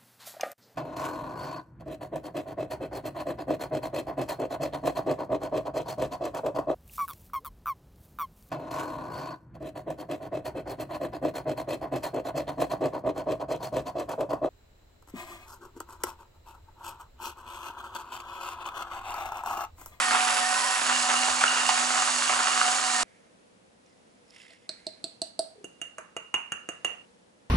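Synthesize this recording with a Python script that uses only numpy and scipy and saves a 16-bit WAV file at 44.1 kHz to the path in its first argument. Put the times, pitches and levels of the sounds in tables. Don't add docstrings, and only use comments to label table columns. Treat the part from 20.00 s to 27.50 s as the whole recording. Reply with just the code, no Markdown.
import sys
import numpy as np
from scipy import signal
from scipy.fft import rfft, irfft, next_fast_len
from scipy.io import wavfile
from scipy.ndimage import uniform_filter1d, map_coordinates

SR = 44100
rng = np.random.default_rng(int(sys.argv[2]) if len(sys.argv) > 2 else 0)


def to_wav(s):
    ch = np.atleast_2d(s).T
    pcm = np.round(np.clip(ch, -1, 1) * 32767)
    wavfile.write(sys.argv[1], SR, pcm.astype(np.int16))


N = 330743
TIME = np.arange(N) / SR
GRINDER_CUT_S, JAR_CUT_S = 3.032, 7.052


def amp(db):
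    return 10 ** (np.asarray(db) / 20)


def unit(x):
    return x / np.sqrt(np.mean(x ** 2) + 1e-20)


def along(points, hz):
    f, v = np.transpose(points)
    return np.interp(np.log(hz + 1), np.log(f + 1), v)


def curves(rows, outside=None):
    s, *columns = np.transpose(rows)
    return [np.interp(TIME, s, column, outside, outside) for column in columns]


def wobble(rate):
    return map_coordinates(rng.standard_normal(int(N * rate / SR) + 4), [TIME * rate])


def filtered(x, response):
    m = next_fast_len(N + SR // 2)
    return irfft(rfft(x, m) * response(np.fft.rfftfreq(m, 1 / SR)), m)[..., :N]


def gritty(spectrum, rate, spread_db):
    noise = rng.standard_normal(N) * amp(spread_db * wobble(rate))
    return unit(filtered(noise, lambda hz: amp(along(spectrum, hz))))


def resonance(hz, width):
    return lambda f: 1j * f * width / (hz * hz - f * f + 1j * f * width)


def ring(hz, t60, size):
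    t = np.arange(size) / SR
    return amp(-60 * t / t60) * np.sin(2 * np.pi * hz * t)


def snaps(rows, cycles, noise_db, low_hz, high_hz, size):
    tone, puff = np.zeros((2, N + size))
    t = np.arange(size) / SR
    for s, db, hz in rows:
        tone[round(s * SR):][:size] += amp(db) * ring(hz, cycles / hz, size) * np.minimum(1, t * hz)
        puff[round(s * SR):][:size] += amp(db + noise_db - 60 * t * hz / cycles)
    band = lambda f: (1j * f / (low_hz + 1j * f)) ** 3 * (high_hz / (high_hz + 1j * f)) ** 2
    return filtered(tone[:N] + puff[:N] * rng.standard_normal(N), band)


def ports(x, balance, phase):
    split = lambda points, hz: np.outer([.5, -.5], along(points, hz))
    return filtered(x, lambda hz: amp(split(balance, hz)) * np.exp(1j * split(phase, hz)))


# f/Hz, level/dB
ROOM_SPECTRUM = [(15, -54), (25, -23), (112, -10.5), (145, -13), (182, -4), (353, -9), (412, -9),
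                 (444, -10), (480, -2), (531, -7.5), (1140, -16.5), (1850, -19), (4510, -25), (11000, -30),
                 (14300, -69)]
# f/Hz, correlation
ROOM_LIKENESS = [(60, 0.86), (170, 0.64), (490, -0.16), (1410, -0.4), (4050, 0.021), (11600, 0.62)]
def room_tone():
    angle = lambda hz: np.arccos(np.clip(along(ROOM_LIKENESS, hz), -1, 1)) / 2
    colour = lambda hz: amp(along(ROOM_SPECTRUM, hz)) * [np.cos(angle(hz)), np.sin(angle(hz))]
    mid, side = filtered(rng.standard_normal((2, N)), colour)
    return amp(-63 + .8 * wobble(3)) * np.array([mid + side, mid - side]) / np.std(mid)


# t/s, f/Hz, first order level/dB, third order level/dB
SHAFT = [(0.0, 249.4, -49, -37), (0.09, 247, -51.5, -33), (0.43, 245.9, -50, -32), (0.54, 247.6, -53, -33),
         (0.58, 253.3, -55, -43), (0.84, 247.8, -54.5, -40), (0.88, 251.8, -45, -43.5),
         (1.15, 246, -46.5, -34), (1.23, 252.4, -45.5, -36), (1.58, 251.8, -47.5, -45.5),
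         (1.73, 245.7, -48.5, -33.5), (1.85, 249.2, -47, -41.5), (2.0, 251.2, -50.5, -31),
         (2.14, 249.5, -45.5, -63), (2.46, 250.5, -52.5, -41), (2.66, 244.7, -50, -32),
         (2.8, 251.1, -53, -38.5), (3.03, 245, -47.5, -35)]
# t/s, length/s, order, level/dB
FLARES = [(0.046, 0.13, 7.5, -40.5), (.45, 0.31, 7.5, -40.5), (.5, .22, 6, -44), (0.58, 0.17, 4, -38),
          (2.004, 0.31, 7.5, -52), (2.4, .2, 6, -47), (2.88, .14, 7.5, -44)]
def motor(quiet_db=-45.5, fade_s=0.058):
    shaft_hz, first_db, third_db = curves(SHAFT)
    turn = 2 * np.pi * np.cumsum(shaft_hz) / SR
    whine = amp(first_db + 1.5 * wobble(12)) * np.sin(turn)
    whine += amp(third_db + 1.5 * wobble(30)) * np.sin(3 * turn + .3 * wobble(25))
    for order in (4, 6, 7.5):
        flare = sum(amp(db) * np.clip(np.minimum(TIME - s, s + length - TIME) / fade_s + 1, 0, 1)
                    for s, length, k, db in FLARES if k == order)
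        level = (amp(quiet_db) + flare) * amp(2.5 * wobble(25))
        whine += level * np.sin(order * turn + 2.1 * wobble(50))
    return np.sqrt(2) * whine, 1 + 0.099 * np.cos(turn)


# t/s, level/dB, f/Hz, fragment level/dB over the crunch
CRACKS = [(0.0, -3, 1380, 3.5), (0.109, -5.5, 1450, 9), (0.153, -7, 1370, -9), (0.208, -5, 2580, -28),
          (0.226, -10, 1000, -27), (0.28, -7.5, 1450, -9), (0.37, -10, 1380, -6), (0.897, -6, 1380, -17),
          (0.928, -7, 2780, -18.5), (1.093, -10, 1420, 7.5), (1.14, -6, 1300, -11), (1.282, -9, 875, -10),
          (1.409, -7, 1199, 8), (1.439, 1, 1390, -11), (1.573, -8.5, 1271, -1), (1.691, -1.5, 867, 7.5),
          (1.775, -10.5, 1380, -0.5), (1.79, -13.5, 1600, -3.5), (1.905, -8.5, 1360, -7.5),
          (1.977, -13, 1140, -17), (2.075, -5.5, 1212, -4.5), (2.294, -4.5, 1284, 5.5),
          (2.363, -8.5, 1087, -10), (2.391, -6.5, 1500, -6), (2.47, -13.5, 1520, 1),
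          (2.576, -3.5, 1215, -2.5), (2.614, -1, 1281, -9), (2.954, -16, 1848, -7)]
def beans(chip_count=60, grind_s=0.015):
    s, db, hz, fragment_db = np.transpose(CRACKS)
    age = TIME - s[:, None]
    load = amp(fragment_db) @ (np.clip(age / 0.0034, 0, 1) * np.exp(-np.abs(age) / grind_s))
    when, strength, octave = rng.random((3, chip_count))
    chips = np.transpose([when * GRINDER_CUT_S, -25 + 7 * strength, 900 * 2 ** octave])
    breaks = np.vstack([np.transpose([s, db, hz]), chips])
    return snaps(breaks, cycles=14, noise_db=-5, low_hz=550, high_hz=3200, size=1500), load


# f/Hz, level/dB
CRUNCH = [(35, -62), (60, -35.5), (210, -27), (244, -11.5), (285, -21), (477, -17.5), (683, -7), (744, 1),
          (797, -3), (1240, 1.5), (2080, -6.5), (2830, -6.5), (3600, -11.5), (4680, -38), (7920, -120)]
def burrs(load):
    return amp(-30.5 + .8 * wobble(12)) * (1 + load) * gritty(CRUNCH, 300, spread_db=3)


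# f/Hz, level/dB
HISS_AT_BODY = [(1290, -53), (2200, -14), (2640, 0), (3410, -6), (4970, -1.5), (6120, -3.5), (7750, 0),
                (9420, -7), (10400, -3.5), (11000, -7), (14300, -63)]
# f/Hz, level/dB
HISS_AT_JAR = [(1290, -33.5), (2200, -25.5), (2820, -5.5), (3410, -9.5), (4370, -3), (5840, -6),
               (6460, -1.5), (7860, -3), (10100, -10.5), (11000, -14), (14300, -56)]
def hiss(load, move_s=0.852):
    at_body = amp(-31.5) * gritty(HISS_AT_BODY, 480, spread_db=1.5)
    at_jar = amp(-30.5) * gritty(HISS_AT_JAR, 400, spread_db=1.5)
    return np.where(TIME < move_s, at_body, at_jar) * amp(.6 * wobble(9)) * (1 + 0.17 * load)


# t/s, level/dB
RASP = [(0, -64), (.82, -62), (.87, -38), (1.24, -40), (1.33, -46), (1.4, -36.5), (1.72, -36.5),
        (1.78, -61), (2.0, -44), (2.2, -40.5), (2.45, -41.5), (2.68, -38), (2.73, -50), (3.03, -42)]
def jar_rasp():
    pelting = amp(6 * wobble(350)) * rng.standard_normal(N)
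    modes = lambda f: resonance(2790, 150)(f) - resonance(2890, 140)(f)
    return amp(curves(RASP)[0]) * unit(filtered(pelting, modes))


# f/Hz, width/Hz, level/dB
PANELS = [(575, 41, -51.5), (2230, 55, -52), (3720, 130, -48.5), (4280, 80, -52.5), (4500, 135, -49.5),
          (5370, 130, -49.5)]
def casing():
    return sum(amp(db + 1.6 * wobble(9)) * unit(filtered(rng.standard_normal(N), resonance(hz, width)))
               for hz, width, db in PANELS)


# f/Hz, t60/s
KITCHEN_DECAY = [(200, 0.22), (650, 0.37), (1200, 0.49), (3000, 0.43), (4500, 0.35), (8000, 0.32)]
def kitchen(x):
    hz, t, noise = signal.stft(rng.standard_normal((2, SR // 2)), SR, nperseg=256)
    tail = signal.istft(noise * amp(-60 * t / along(KITCHEN_DECAY, hz)[:, None]), SR, nperseg=256)[1]
    delayed = np.pad(tail / np.linalg.norm(tail[0]), ((0, 0), (250, 0)))
    return signal.fftconvolve(x[None], delayed, axes=1)


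# t/s, level/dB, f/Hz
BUMPS = [(1.29, -47.5, 81.7), (2.35, -57, 70)]
# f/Hz, left over right level/dB
GRINDER_BALANCE = [(60, 1), (170, 2), (490, -3), (1410, -3.5), (4050, -5), (11600, -6)]
# f/Hz, left lead/rad
GRINDER_PHASE = [(0, -2), (1030, 1.19), (2580, 1.03), (3360, 1.5), (4130, 0.58), (5430, 0.65), (6550, 0.19),
                 (11800, 0.37)]
def grinder():
    whine, swell = motor()
    cracks, load = beans()
    bumps = snaps(BUMPS, cycles=31, noise_db=-39, low_hz=30, high_hz=400, size=SR // 3)
    mill = cracks + swell * (burrs(load) + hiss(load)) + jar_rasp() + casing() + bumps
    return ports(whine + mill, GRINDER_BALANCE, GRINDER_PHASE) + amp(-5.5) * kitchen(mill)[:, :N]


# t/s, hold/s, level/dB
RUSTLES = [(3.009, 0.15, -66), (4.698, 0.17, -62.5)]
def rustle(rise_s=0.013, fall_db_per_s=70):
    level = sum(amp(db - fall_db_per_s * np.maximum(TIME - s - hold, 0))
                * np.clip((TIME - s) / rise_s, 0, 1) for s, hold, db in RUSTLES)
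    spectrum = [(900, -35), (1700, -8), (2200, -6), (3200, -22), (8000, -24)]
    return level * gritty(spectrum, 60, spread_db=1.2)


# t/s, level/dB on the heap, level/dB on bare paper
FLOW = [(3.8, -90, -90), (3.862, -68, -68), (3.974, -76, -76), (4.26, -78, -78), (4.3, -67, -62),
        (4.365, -51.5, -58), (4.42, -51, -55), (4.47, -54.5, -62), (4.54, -56, -64), (4.6, -66, -68),
        (4.67, -63.5, -70)]
# f/Hz, level/dB
HEAP = [(530, -44), (900, -22), (1700, -10), (2050, -1.5), (2360, -11), (2700, -5.5), (3500, -10),
        (4500, -25.5), (8000, -57.5)]
# f/Hz, level/dB
PAPER = [(900, -49.5), (2500, -18), (4300, -10), (5250, -0.5), (6100, -15), (7000, -8), (8500, -14),
         (11000, -11), (22000, -120)]
# three f/Hz on the heap, three on paper
GRAIN_HZ = (2070, 2580, 3470), (4580, 5250, 7400)
# t/s, level/dB, f/Hz
TICKS = [(3.8631, -50.5, 5600), (4.2816, -57, 5170), (4.3067, -40.5, 5270), (4.339, -46, 5320),
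         (4.3629, -38, 2100), (4.4017, -41, 2730), (4.418, -41, 2900), (4.534, -40, 1920)]
def pour(grain_count=300):
    grounds = snaps(TICKS, cycles=35, noise_db=-12, low_hz=1200, high_hz=14900, size=1200)
    for flow_db, colour, rings_hz in zip(curves(FLOW, outside=-120), (HEAP, PAPER), GRAIN_HZ):
        s = rng.uniform(FLOW[0][0], FLOW[-1][0], grain_count)
        hz = rng.choice(rings_hz, grain_count) * rng.uniform(.97, 1.03, grain_count)
        db = flow_db[(s * SR).astype(int)] + along(colour, hz) + rng.uniform(2, 9, grain_count)
        grounds += snaps(zip(s, db, hz), cycles=42, noise_db=-12, low_hz=694, high_hz=15030, size=1200)
        grounds += amp(flow_db - 6) * gritty(colour, 160, spread_db=3)
    return grounds


# f/Hz, level/dB struck on the base, level/dB struck on the wall, t60/s
GLASS_MODES = [(4220, 4.5, -47, 0.0085), (4316, 6, -45, 0.0084), (4550, 6.5, -24, 0.0077),
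               (2827, -38.5, 2, 0.045), (2765, -59, -20.5, 0.27), (2500, -52, -9, 0.0087),
               (5470, -16, -32, 0.0056), (5940, -17, -22, 0.0099), (8000, 12.5, 4, 0.0041),
               (8060, 12, -10, 0.0075), (8670, 5, -13, 0.0072), (6520, -18, 1.5, 0.016),
               (7150, -31, 1, 0.01), (7870, -20, -14, 0.028), (9440, -10, -8, 0.013),
               (10170, -20, -6.5, 0.014)]
def glass(on_wall, hardness_db, size):
    modes = 0
    for hz, base_db, wall_db, t60 in GLASS_MODES:
        depth = min(.4, .006 / t60)
        flutter = 1 + depth * unit(uniform_filter1d(rng.standard_normal(size), size=40))
        db = (wall_db if on_wall else base_db) + hardness_db * (hz > 6000) + rng.normal(0, 1.3)
        modes += amp(db) * flutter * ring(hz * rng.normal(1, .002), t60, size)
    return modes * (1 - np.exp(-np.arange(size) / SR / .0014)) ** 2


# t60/s, swell/s
HOLLOW_TIMES = [(0.058, 0.0017), (0.018, 0.00095)]
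def hollow_knock(levels_db, pitches_hz, size):
    t = np.arange(size) / SR
    return sum(amp(db + wobble(52)[:size]) * ring(hz, t60, size) * (1 - np.exp(-t / swell))
               for db, hz, (t60, swell) in zip(levels_db, pitches_hz, HOLLOW_TIMES))


def all_round(x):
    power = uniform_filter1d(np.abs(rfft(x)) ** 2, size=120)
    return np.roll(irfft(np.sqrt(np.abs(power)), len(x)), 128)


# t/s, glass level/dB, hardness/dB, then level/dB, f/Hz each for air, thud and slap
TAPS = [(4.5055, -43.5, -13, -51.5, 653, -65, 390, -70, 2000),
        (4.6916, -14, -18, -34.5, 631, -40, 370, -45, 2050),
        (4.8672, -16.5, -15, -28.5, 635, -27, 347, -69, 1970),
        (5.0413, -11.5, -12, -34, 659, -26.5, 307, -64, 1160),
        (5.2172, -10.5, -11, -25.5, 662, -25, 312, -46.5, 1110),
        (5.3917, -11.5, -8.5, -17, 650, -22.5, 388, -49, 1470),
        (5.6428, -37.5, 6.5, -44.5, 682, -25, 380, -50, 1040),
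        (5.8147, -26, 0, -38.5, 675, -35, 300, -42.5, 1930),
        (5.9824, -41.5, 11, -35.5, 649, -38, 428, -38, 1140),
        (6.1653, -28, 0.5, -30.5, 658, -25.5, 445, -31.5, 1440),
        (6.3402, -17.5, -5, -52, 700, -41, 330, -27, 1280),
        (6.5196, -22.5, -0.5, -52, 600, -35, 338, -31, 1340),
        (6.6881, -29.5, 4, -36, 717, -28, 333, -32.5, 895),
        (6.8464, -16.5, -3, -33, 727, -25, 366, -27.5, 2040)]
# f/Hz, level/dB
SLAP_SPECTRUM = [(71, -52.5), (140, -6.5), (387, -6.5), (555, -0.5), (648, -5.5), (960, -9), (1400, -0.5),
                 (1840, -8), (2200, -11.5), (2600, -2.5), (3380, -62), (5720, -120)]
# f/Hz, level/dB
WALL_RETURN = [(300, -2.5), (700, -3), (1200, -4), (2000, -3), (4500, -7.5), (8000, -7.5)]
def taps(base_taps=6, size=SR // 3):
    near, far = np.zeros(N + SR), np.zeros((2, N + SR))
    t = np.arange(size) / SR
    rise = 1 - np.exp(-(t / 0.0011) ** 2)
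    skin = gritty(SLAP_SPECTRUM, 200, spread_db=1.5)
    for k, (s, db, hardness_db, air_db, air_hz, thud_db, thud_hz, slap_db, slap_hz) in enumerate(TAPS):
        at, on_wall = round(s * SR), k >= base_taps
        hollow = hollow_knock((air_db, thud_db), (air_hz, thud_hz), size)
        smack = amp(-60 * t / 0.016) * skin[at - size:at]
        slap = amp(slap_db) * (smack / np.std(smack[:SR // 100]) + 7 * ring(slap_hz, 0.0056, size))
        click = amp(db + hardness_db + 13.5 - 60 * t / 0.003) * np.diff(rng.standard_normal(size + 1))
        clink = amp(db) * glass(on_wall, hardness_db, size)
        hit = clink + hollow + (slap + click) * rise
        lasting = on_wall * clink
        to_room = lasting + amp(-5) * hollow + all_round(hit - hollow - lasting)
        near[at:][:size] += hit
        near[at + 265:][:size] += amp(-10) * hit
        far[:, at:][:, :SR // 2] += kitchen(to_room)[:, :SR // 2]
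    near = filtered(near[:N], lambda hz: (1j * hz / (70 + 1j * hz)) ** 2)
    return near + filtered(far[:, :N], lambda hz: amp(along(WALL_RETURN, hz)))


# t/s, level/dB, f/Hz
SCUFFS = [(5.555, -45, 447), (5.58, -40, 417), (5.608, -41, 400)]
def scuffs():
    return snaps(SCUFFS, cycles=31, noise_db=-18, low_hz=200, high_hz=894, size=SR // 10)


# f/Hz, left over right level/dB
JAR_BALANCE = [(60, 0), (220, 0.5), (830, -1.5), (3110, -6), (11600, -4)]
# f/Hz, left lead/rad
JAR_PHASE = [(0, -1.2), (1290, 1.04), (2840, 1.33), (4480, -0.2), (9040, 0.05), (10300, -1.6),
             (11800, -0.39)]
def emptying_jar():
    return ports(rustle() + pour() + taps() + scuffs(), JAR_BALANCE, JAR_PHASE)


def scene():
    return room_tone() + grinder() * (TIME < GRINDER_CUT_S) + emptying_jar() * (TIME < JAR_CUT_S)


def record(dry):
    low_hz, top_hz = 40, 11060
    return filtered(dry, lambda hz: 1j * hz / (low_hz + 1j * hz) / (1 + (hz / top_hz) ** 160))


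dry = scene()
out = record(dry)
to_wav(out)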